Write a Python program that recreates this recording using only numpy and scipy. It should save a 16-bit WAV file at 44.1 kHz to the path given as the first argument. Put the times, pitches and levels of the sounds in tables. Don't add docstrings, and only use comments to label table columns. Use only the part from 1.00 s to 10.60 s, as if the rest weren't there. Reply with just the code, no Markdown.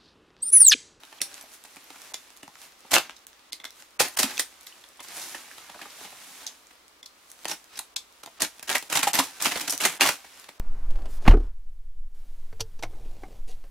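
import sys
import numpy as np
from scipy import signal
from scipy.fft import rfft, irfft, next_fast_len
from scipy.io import wavfile
from scipy.ndimage import uniform_filter1d, minimum_filter1d, map_coordinates

SR = 44100
rng = np.random.default_rng(int(sys.argv[2]) if len(sys.argv) > 2 else 0)


def invert_db(x):
    u = np.asarray(x, float) / 20
    return 10 ** u


def dump_mix(stems):
    frames = np.atleast_2d(stems).T
    limited = np.clip(frames, -1, 1)
    pcm = np.round(limited * 32767).astype(np.int16)
    wavfile.write(sys.argv[1], SR, pcm)


N = 423360

# start in seconds, peak in dB, low mode in dB.
GUARD = [
    (1.1424, -19, -20),
    (2.5228, -27, -17),
    (2.6, -32.5, -15),
    (2.6424, -36, -7),
    (2.6535, -26, -7.5),
    (2.6375, -40, 2),
    (3.6688, -31, -12),
    (3.997, -35, -8),
    (6.029, -32, -13.5),
]
# frequency in Hz, t60 in seconds.
PLASTIC = [(2100, .026), (3480, .011)]
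# frequency in Hz, width in Hz, level in dB.
BOX = [(270, 103, 0.5), (843, 570, 2)]
# frequency in Hz, width in Hz, level in dB.
EDGE = [(1200, 1920, -0.5), (2800, 4180, 1.5)]
# frequency in Hz, width in Hz, level in dB.
TAPE = [(3530, 1680, 7), (6230, 3700, 5.5)]
# frequency in Hz, width in Hz, level in dB.
FIZZ = [(6610, 5660, -5.5), (11070, 2800, 4), (13120, 3640, -4)]
# frequency in Hz, width in Hz, level in dB.
THUMP = [(42, 42, -13), (190.6, 135, 0)]
# frequency in Hz, density in dB per Hz.
HUSH = [(140, -6), (280, 4), (850, 5), (1220, 7.5), (1550, 3), (4000, 1.5), (10000, -7), (16000, -10.5)]
# frequency in Hz, correlation from -1 to 1.
ALIKE = [(60, .965), (250, .996), (700, .965), (1400, .88), (3100, .62), (8000, .25), (15000, -.15)]
# frequency in Hz, t60 in seconds.
ROOM = [(200, 0.09), (2000, 0.15), (12000, 0.18)]
# start in seconds, peak in dB, frequency in Hz.
KNOCKS = [
    (3.238, -27.5, 270),
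    (3.242, -36, 226),
    (7.99, -35, 284),
    (8.0705, -16.5, 814),
    (8.19, -26, 279.5),
    (8.46, -32, 270),
]
# peak in seconds, strength in dB, answer of the card below in dB, halving time in ms.
TAPE_SNAPS = [(.208, -39.5, 2, 1.8), (.3426, -29, -14, 1.1), (.38, -49, 1.5, 2.1), (.9593, -59, 11.5, 2.1),
              (1.1385, -39, -0.5, 2.5), (1.1425, -25.5, -6, 2.4), (1.151, -50, -13, 2.7),
              (1.304, -39, -3, 0.88), (2.0962, -49.5, 11, 1.13), (2.1661, -38.5, -25, 3.5),
              (2.5243, -29, -26, 4.3), (2.531, -24, -8.5, 1.35), (2.6024, -55.5, 4, 3),
              (2.6526, -32, -3.5, 2.7), (3.3723, -23, -24, 1.5), (3.379, -20.5, -8.5, 1.4),
              (3.6699, -42, -7, 10), (3.8393, -49, 0, 2), (4.904, -33, -22, 2.3), (5.4668, -23, -21, 2.4),
              (5.475, -32, -23, 6.9), (6.0302, -39, -7, 1.9), (6.06, -29.5, -22, 2.6),
              (6.4465, -34, -0.5, 0.97), (6.4544, -30, 3, 1.6), (6.7586, -46, -3.5, 6.6),
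              (6.7753, -32.5, -5, 4.5), (6.9638, -28.5, -7.5, 4.2), (6.9674, -18, -31, 1.4),
              (7.4476, -37.5, 3, 5.3), (8.404, -35.5, -0.5, 7.5), (8.839, -28.5, 0.5, 7.9)]
# peak in seconds, strength in dB, answer of the card in dB, halving time in ms.
FIBRES = [(.0353, -47, 17.5, 1.8), (.4116, -39.5, -3, 2.8), (.6404, -44, -12, 1.7),
          (.7607, -31.5, -5, 0.93), (1.373, -42, -24, 1.2), (2.2684, -26, -10, 0.76),
          (3.0845, -28.5, -9, 1.3), (3.126, -38, -20, 1), (3.1715, -28, 2, 9.4), (3.6316, -36, -22, 0.83),
          (4.0268, -43.5, -15, 23), (4.168, -37.5, -1, 9.5), (6.3033, -43, -13, 3.5),
          (6.3163, -30, -12, 1.1), (6.7912, -20.5, -2.5, 2.15), (7.6295, -32.5, 0.5, 3),
          (7.7, -24.5, 12, 4.9), (7.782, -22, -15, 1.4), (7.862, -55, -20, 1), (7.937, -30.5, 6.5, 16),
          (7.9913, -24.5, 6.5, 6.1), (8.0715, -22.5, 5.5, 10.8), (8.154, -15, 3.5, 1.6),
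          (8.4239, -20.5, -7, 3.4), (8.4477, -18, -14, 1.6), (8.7018, -20, -18, .8), (8.706, -21, -28, 5.6),
          (8.778, -18.5, -24, .55), (8.804, -28.5, 5.5, 56), (8.8522, -17, 7, 9.1), (8.9252, -37, -10, 1.4),
          (8.9668, -45, -20, 1), (9.06, -26, 11.5, 9.2), (9.09, -20.5, 10.5, 4.3)]
# peak in seconds, strength in dB, depth of the cut in dB, halving time in ms.
JERKS = [(.1273, -51.5, 12, 2.4), (.217, -23.5, -12.5, 3.4), (.2255, -33, 0, 1.7), (.651, -49, 1, 5),
         (1.9175, -27, 1.5, 7.7), (1.9338, -14, -10, 2.6), (1.9405, -19, 0.5, 7.4), (1.9533, -21.5, 4.5, 6),
         (1.9655, -20, 5, 1.6), (1.974, -41, 15.5, 14), (1.9831, -23.5, 0.5, 3), (2.6425, -37.5, 6, 1.5),
         (3.0, -17.5, -1, 11.3), (3.1911, -19, -4, 11.4), (3.2321, -21.5, -1, 7.3),
         (3.3959, -21, -8.5, 5.3), (4.0046, -43, 5, 3.7), (4.0443, -49.5, 4.5, 4.7),
         (4.0854, -44.5, -3, 4.9), (4.2174, -41.5, -23, 31), (6.4835, -27.5, -5.5, 3.2),
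         (6.4942, -34.5, -3.5, 16), (6.5153, -31, 2, 7), (7.2353, -42, 2.5, 3.5), (7.261, -36.5, 1, 1.66),
         (7.4052, -32.5, -3.5, 17), (7.4212, -19.5, -4, 3.4), (7.4303, -34, 2, 11.5),
         (7.5952, -32.5, -5, 0.93), (8.787, -40, -24, 6.1)]
# peak in seconds, strength in dB, depth in dB, halving time in ms.
RIP = [(7.6785, -38, 1, 14), (7.6933, -26.5, 12, 1.3), (7.7145, -29.5, 2.5, 10), (7.7352, -38.5, 3, 8.1),
       (7.7535, -22.5, 1.5, 7), (7.826, -36, -2, 2.7), (7.901, -36, 0.5, 8.3), (7.914, -36, 0.5, 10.5),
       (7.927, -24, -3, 5.1), (7.9545, -22.5, -1.5, 12), (7.9728, -20, -0.5, 3.7), (8.0315, -21, -0.5, 7.7),
       (8.136, -26, -2.5, 41), (8.1905, -15.5, -2, 6.3), (8.238, -33, -10, 7.4), (8.4154, -32, -2, 2.8),
       (8.4313, -32.5, -3.5, 66), (8.4578, -22, 3.5, 7.6), (8.5167, -32.5, 5.5, 9.4), (8.5572, -35.5, 6, 9),
       (8.5755, -32, -2, 5.7), (8.598, -30, -3, 2.2), (8.6105, -29.5, -4, 8.5), (8.6786, -27, -3.5, 5),
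       (8.697, -17, -21, 2.2), (8.7247, -23.5, -8, 3.5), (8.735, -31.5, -8.5, 12), (9.0098, -16, 4, 3.26),
       (9.017, -21.5, 1.5, 22), (9.0747, -26, -4.5, 24)]
# peak in seconds, strength in dB, boom in dB, halving time in ms.
BUMPS = [(.7685, -40.5, -2.5, 2.7), (.8421, -66, 2, 3.3), (.9038, -36.5, -5, 2.2), (1.1209, -54, 14.5, 1.9),
         (1.4316, -40, -2, 4.2), (1.4791, -36, 2.5, 1.43), (1.85, -57.5, 13, 4), (4.349, -32, -8, 5.2),
         (4.5147, -36, -23, 1.3), (4.5811, -38.5, -5, 3.8), (4.6996, -39, -3.5, 3.6), (4.7458, -53, 9, 12),
         (4.7935, -43.5, -6, 14), (4.818, -39.5, -6, 14), (4.857, -43, -4, 6.7), (5.013, -47.5, 4.5, 3.7),
         (5.049, -43.5, 0, 12), (5.125, -48.5, 5, 7.1), (5.709, -48, -7, 5.4), (7.275, -46, 4, 3.3),
         (8.0123, -30, -23, 9.4), (8.629, -42, 4, 7.5), (8.998, -29.5, -5, 5.3), (9.247, -45, 0, 4.7),
         (9.4428, -42.5, -38, 4.3), (9.4901, -39, -6, 5)]
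# events, dB over strength for box, edge, tape and fizz,
# share of the events' third column for the same four.
KINDS = [
    (TAPE_SNAPS, (-5, 2, 1, -0.5), (1.87, 1.63, 0.29, 0.5)),
    (FIBRES, (-13, -4, -15, 0), (0.82, 0.64, 0, 0)),
    (JERKS, (-5.5, 0.5, -1.5, 2), (1, 0.95, 0.036, 0.13)),
    (RIP, (-5, 1, -5, 0.5), (0.62, 1, 0.21, 0.15)),
    (BUMPS, (-1.5, -2.5, -37, -8.5), (1, 0, 0, 0)),
]
# time of most pressure in seconds, level in dB, brightness
# in dB, doubling time in seconds, halving time in seconds.
STROKES = [(.1, -62.5, -12, 0.66, 0.45), (.36, -49, -3, 0.17, 0.071), (.54, -53, 3.5, 0.029, 0.019),
           (.72, -58.5, -2, 0.081, .11), (1.06, -51, -1.5, 0.23, 0.17), (1.4, -71, -7, 0.21, 0.3),
           (1.63, -50, -0.5, 0.038, 0.037), (1.88, -65, 2, 0.1, .2), (1.913, -37, 2, 0.0046, .02),
           (2.06, -48, -12, 0.11, 0.045), (2.65, -62.5, -12, 0.5, 0.13),
           (2.805, -54.5, 2, 0.035, 0.026), (3.05, -31.5, -3.5, 0.0046, 0.018),
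           (3.13, -60, 8, 0.031, .11), (3.3, -37, -8, 0.054, 0.024), (3.39, -42.5, 0.5, 0.095, 0.032),
           (3.72, -55.5, -2.5, 0.31, 0.24),
           (5.04, -45, -1.5, 0.069, 0.021), (5.56, -61.5, 1, .03, 0.13), (6.3, -60.5, 2, 0.069, .11),
                (6.44, -51, 0.5, 0.023, 0.091), (6.738, -49.5, -6, 0.02, 0.047),
                (7.39, -48.5, -19, 0.011, 0.039), (7.87, -53, -1, 0.31, 0.58), (8.33, -64, 3, 0.66, 0.29),
                (8.64, -41.5, -3, 0.18, 0.049), (8.79, -48, -10, 0.13, 0.033), (9.2, -61, -6, 0.012, 0.21),
                (9.4, -52.5, -2, 0.21, 0.052)]
# time in seconds, pressure in dB, brightness in dB.
SLIDE = [
    (3.96, -64, -7),
    (4.1, -47, -3.5),
    (4.18, -43, 3),
    (4.32, -46, 1.5),
    (4.47, -50, -3),
    (4.85, -52, -4),
    (5.35, -50, 0.5),
    (5.45, -47, -3),
    (5.56, -59, -4),
]
# start in seconds, peak in dB, frequency in Hz.
POPS = [(0.2048, -28, 2580), (0.2163, -25.5, 2050), (0.4403, -40, 650), (0.7671, -40, 2360),
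        (0.9447, -43, 1340), (1.909, -34, 3190), (1.9637, -7.5, 2780), (1.9655, -17, 1120),
        (2.997, -16, 2640), (3.2333, -24, 2680), (3.2429, -24, 2550), (3.3711, -30, 3170),
        (3.379, -21.5, 2620), (3.3967, -17.5, 2010), (3.7246, -39.5, 2980), (3.9933, -38, 955),
        (3.9952, -40, 3220), (6.4925, -37, 3070), (6.518, -29, 2670), (6.7973, -29.5, 920),
        (6.962, -30, 2660), (7.398, -36, 2800), (7.5945, -38.5, 2550), (7.7073, -20, 795),
        (7.7557, -12.5, 1990), (7.9284, -21.5, 2550), (8.035, -21, 2050), (8.0739, -14, 790),
        (8.1531, -18, 1960), (8.2002, -12, 1050), (8.3693, -43, 1574), (8.4162, -28, 1730),
        (8.447, -26, 2840), (8.4574, -15, 1290), (8.4656, -33, 860), (8.5598, -23, 560), (8.809, -22, 2870),
        (8.8515, -12, 1620), (8.8624, -20, 770), (8.882, -24, 2400), (9.0086, -11.5, 2550),
        (9.018, -10, 2800), (9.0712, -22, 2020)]
# start in seconds, peak in dB, frequency in Hz.
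PINGS = [(0.1854, -40, 3250), (0.2164, -15, 10640), (0.217, -16.5, 9100), (0.2166, -16, 5670),
         (0.4263, -36, 11700), (0.7606, -45, 8570), (0.8414, -41, 11970), (1.1417, -25, 6840),
         (1.9394, -20, 8830), (2.5308, -29, 4740), (3.001, -18, 7400), (3.003, -13, 5600),
         (3.231, -18, 9700), (3.371, -24, 3490), (3.3946, -19, 4980), (3.4031, -14, 8900),
         (3.666, -35, 12530), (3.8401, -37, 3500), (5.4674, -21, 6340), (6.4831, -22, 6400),
         (6.514, -19.5, 5620), (6.7569, -33, 5170), (6.784, -35, 8400), (6.7906, -25, 3750),
         (6.7909, -29, 7640), (6.9615, -40, 4010), (6.9615, -28, 7800), (6.967, -29, 8050),
         (7.4192, -13.5, 6700), (7.4193, -15, 4500), (7.4289, -20, 4230), (7.7818, -26, 6900),
         (7.8954, -41, 6070), (7.9285, -17, 7620), (7.9642, -15, 7540), (7.9667, -22, 9350),
         (8.034, -19, 7500), (8.1484, -15, 11800), (8.1536, -17, 4800), (8.6965, -19, 8600),
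         (8.6977, -15, 5600), (8.7334, -25, 5730), (8.8617, -25, 8350), (9.0093, -13, 6330),
         (9.4169, -45, 12660)]
# start in seconds, peak in dB, frequency in Hz, t60 in ms.
CREAKS = [(3.005, -18.5, 496, 29), (3.008, -23, 860, 29), (4.346, -33, 1820, 24), (4.347, -36, 895, 16),
          (4.513, -32.5, 1670, 8.7), (4.581, -38, 1290, 12), (4.696, -42, 860, 13), (4.746, -36, 1520, 11),
          (4.792, -36, 1230, 13), (4.814, -34, 1760, 12), (4.856, -36, 1190, 14), (5.046, -44, 860, 14),
          (5.4755, -36, 6100, 12), (8.7047, -17.5, 5600, 8.3), (8.7245, -24, 6140, 10),
          (8.742, -33, 6000, 40), (9.023, -21, 2800, 20), (7.749, -18.5, 2480, 8.7), (1.934, -13, 740, 12),
          (2.532, -43, 2120, 22), (0.65, -40, 785, 7.7), (1.557, -42, 1200, 10), (9.057, -14.5, 1120, 13)]
# peak in seconds, level in dB.
TICKS = [(0.0517, -38), (0.6391, -33), (1.0181, -35), (1.3664, -40), (1.6172, -29.5), (1.7933, -44),
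         (1.8061, -39), (1.8632, -47), (2.1914, -45), (2.679, -42), (2.7064, -35), (2.7274, -46),
         (2.908, -45), (2.9454, -47), (3.6101, -36), (3.8127, -40), (3.8888, -37), (3.9722, -45),
         (4.0404, -35), (5.67, -40), (5.7309, -47), (5.881, -41), (6.6423, -34), (7.1253, -45),
         (7.5832, -41), (7.9547, -12), (8.1335, -14), (9.3736, -41), (9.398, -34), (9.5974, -31)]
# peak in seconds, level in dB.
NICKS = [(0.3306, -35), (1.2685, -52), (1.5399, -44), (1.5551, -34), (1.722, -42), (2.1084, -34),
         (2.3306, -46), (2.394, -45), (2.8237, -33), (3.5259, -44), (3.5411, -36.5), (5.7546, -46),
         (6.3914, -41), (7.1787, -47), (7.7286, -16), (8.557, -22)]
# events, levels for box, edge, tape and fizz in dB.
FAINT = [(TICKS, (-28, -21, -11, -4.5)), (NICKS, (-16, -4, -8, -14))]
SWELL_S = (0.0018, 0.0023, 0.0017, 0.0018)


def unit(x):
    return x / np.sqrt(np.mean(x ** 2) + 1e-20)


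def along(points, hz):
    f, v = np.transpose(points)
    return np.interp(np.log(hz + 1), np.log(f + 1), v)


def filtered(x, response):
    m = next_fast_len(x.shape[-1] + 8192)
    spectrum = rfft(x, m) * response(np.fft.rfftfreq(m, 1 / SR))
    return irfft(spectrum, m)[..., :x.shape[-1]]


def ringing(table, f):
    once = 0
    for k, (centre, width, db) in enumerate(table):
        damping = 1j * f * width
        once = once + (-1) ** k * invert_db(db / 2) * damping / (centre * centre - f * f + damping)
    return once ** 2 / np.sqrt(np.mean(np.abs(once) ** 4))


def stereo(pair, alike=ALIKE):
    def mid_side(hz):
        angle = np.arccos(np.clip(along(alike, hz), -1, 1)) / 2
        return np.array([np.cos(angle), np.sin(angle)])

    mid, side = filtered(pair, mid_side)
    return np.array([mid + side, mid - side])


def grit(rate, spread_db, life):
    size = invert_db(spread_db * np.minimum(rng.exponential(size=N), 3))
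    sparks = (rng.random(N) < rate / SR) * size
    return unit(signal.lfilter([1], [1, -np.exp(-1 / (life * SR))], sparks))


def hush():
    air = unit(filtered(rng.standard_normal((2, N)), lambda hz: invert_db(along(HUSH, hz))))
    hum = filtered(rng.standard_normal((2, N)), lambda hz: ringing([(59, 30, 0)], hz))
    floor = invert_db(-57.5) * air + invert_db(-79) * hum
    return stereo(floor, [(40, 0.58), (300, 0.82), (900, 0.2), (15000, 0.034)])


def snaps():
    lead = SR // 40
    power = np.zeros((4, N + SR))
    t = (np.arange(SR // 5) - lead) / SR
    crack = invert_db(-6 * np.abs(t) / 0.000085) * np.array([[0], [.4], [1], [.6]])
    tick_ms = 1.14
    faint = [([(s, db, 0, tick_ms) for s, db in rows], colour_db, 0) for rows, colour_db in FAINT]
    for table, colour_db, share in KINDS + faint:
        for s, db, depth_db, half_ms in table:
            half = max(half_ms - .6, .3) / 1000
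            rise = np.minimum(.5 * half, SWELL_S)[:, None]
            swell = invert_db(-6 * np.where(t < 0, -t / rise, t / half))
            shape = np.hypot(swell, crack)
            bodies = invert_db(db + np.array(colour_db) + depth_db * np.array(share))
            power[:, round(s * SR) - lead:][:, :len(t)] += (bodies[:, None] * shape) ** 2
    own = np.array([grit(rate=280, spread_db=-2.5, life=0.0006) for body in power])
    shared = grit(rate=700, spread_db=1.0, life=0.001)
    return np.sqrt(power[:, :N]) * unit(0.48 + 0.41 * shared + 0.2 * own)


def cardboard(force):
    pushes = [*force, invert_db(-14.5) * force[0]]
    out = np.zeros((2, N))
    for push, body in zip(pushes, (BOX, EDGE, TAPE, FIZZ, THUMP)):
        out += filtered(push * rng.standard_normal((2, N)), lambda f: ringing(body, f))
    return stereo(out)


def room(x):
    out, step = np.zeros((2, N + SR)), SR // 5
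    late = np.pad(x.mean(0), (180, 0))[None]
    for at in range(0, N, step):
        hz, t, z = signal.stft(rng.standard_normal((2, SR // 4)), SR, nperseg=256)
        decay = invert_db(-60 * t / along(ROOM, hz)[:, None])
        tail = stereo(signal.istft(z * decay, SR, nperseg=256)[1])
        answer = signal.fftconvolve(late[:, at:at + step], tail / np.linalg.norm(tail[0]), axes=1)
        out[:, at:at + answer.shape[1]] += answer
    return out[:, :N]


def rubbed(db, bright_db):
    boom_db = db - 11 + 0.17 * (db + 51.5)
    return invert_db(np.array([boom_db, db - 2.5, db - 6.5, db + bright_db])) ** 2


def drag():
    t = np.arange(0, N + 64, 64) / SR
    s, db, bright_db = np.transpose(SLIDE)
    power = rubbed(np.interp(t, s, db, -120, -120), np.interp(t, s, bright_db))
    for s, db, bright_db, rise, fall in STROKES:
        pressure = invert_db(-12 * np.where(t < s, (s - t) / rise, (t - s) / fall))
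        power += rubbed(db, bright_db)[:, None] * pressure
    force = np.array([np.interp(np.arange(N) / SR, t, np.sqrt(p)) for p in power])
    catch = map_coordinates(rng.standard_normal((4, 200)), np.mgrid[:4, :N] * [[[1]], [[15 / SR]]])
    return force * invert_db(0.4 * catch) * unit(0.71 + 0.19 * grit(rate=210, spread_db=2.5, life=0.00044))


def pops():
    out, t = np.zeros(N + SR), np.arange(SR // 16) / SR
    flutes = [(*row, 12) for row in POPS]
    strands = [(*row, 8.1) for row in PINGS]
    soft_start = 1 - np.exp(-t / 0.00036)
    for s, db, hz, t60_ms in flutes + strands + CREAKS:
        fade = invert_db(db + 4 - 60000 * t / t60_ms) * soft_start
        out[round(s * SR):][:len(t)] += fade * np.sin(2 * np.pi * hz * t)
    return out[:N]


def guard():
    out, t = np.zeros(N + SR), np.arange(SR // 10) / SR
    soft_start = 1 - np.exp(-t / 0.00084)
    low, high = (invert_db(-60 * t / t60) * np.sin(2 * np.pi * hz * t) * soft_start for hz, t60 in PLASTIC)
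    for s, db, low_db in GUARD:
        out[round(s * SR):][:len(t)] += invert_db(db + 3.0) * (invert_db(low_db) * low + high)
    return out[:N]


def knocks():
    out, t = np.zeros(N + SR), np.arange(SR // 5) / SR
    for s, db, hz in KNOCKS:
        ring = np.sin(2 * np.pi * hz * t) * (1 - np.exp(-t / 0.0057))
        out[round(s * SR):][:len(t)] += invert_db(db + 12.0 - 60 * t * hz ** .5 / 1.03) * ring
    return out[:N]


def scene():
    box = cardboard(np.hypot(snaps(), drag())) + guard() + knocks() + pops()
    return box * invert_db(np.array([[-.6], [.6]])) + invert_db(-5.5) * room(box) + hush()


def ducked(x):
    corner_hz, ahead_s, jump_db = 1800, .015, 19.5
    treble = filtered(x, lambda hz: 1 / (1 + (corner_hz / (hz + 1)) ** 4))
    power = np.abs(uniform_filter1d(np.mean(treble ** 2, 0), size=88)) + 1e-14
    span = round(ahead_s * SR)
    ahead = -minimum_filter1d(-power, size=span, origin=-(span // 2))
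    keep = 1 / (1 + (ahead / power / invert_db(2 * jump_db)) ** 2)
    return x - treble * (1 - uniform_filter1d(keep, size=44))


def top_cut(x):
    return signal.sosfilt(signal.butter(12, 16960, fs=SR, output="sos"), x)


def record(dry):
    rounded = dry / (1 + np.abs(dry / .7) ** 4) ** (1 / 4)
    limited = filtered(ducked(rounded), lambda hz: 1 / (1 + (hz / 15900) ** 160))
    return top_cut(limited)


dry = scene()
out = record(dry)
dump_mix(out)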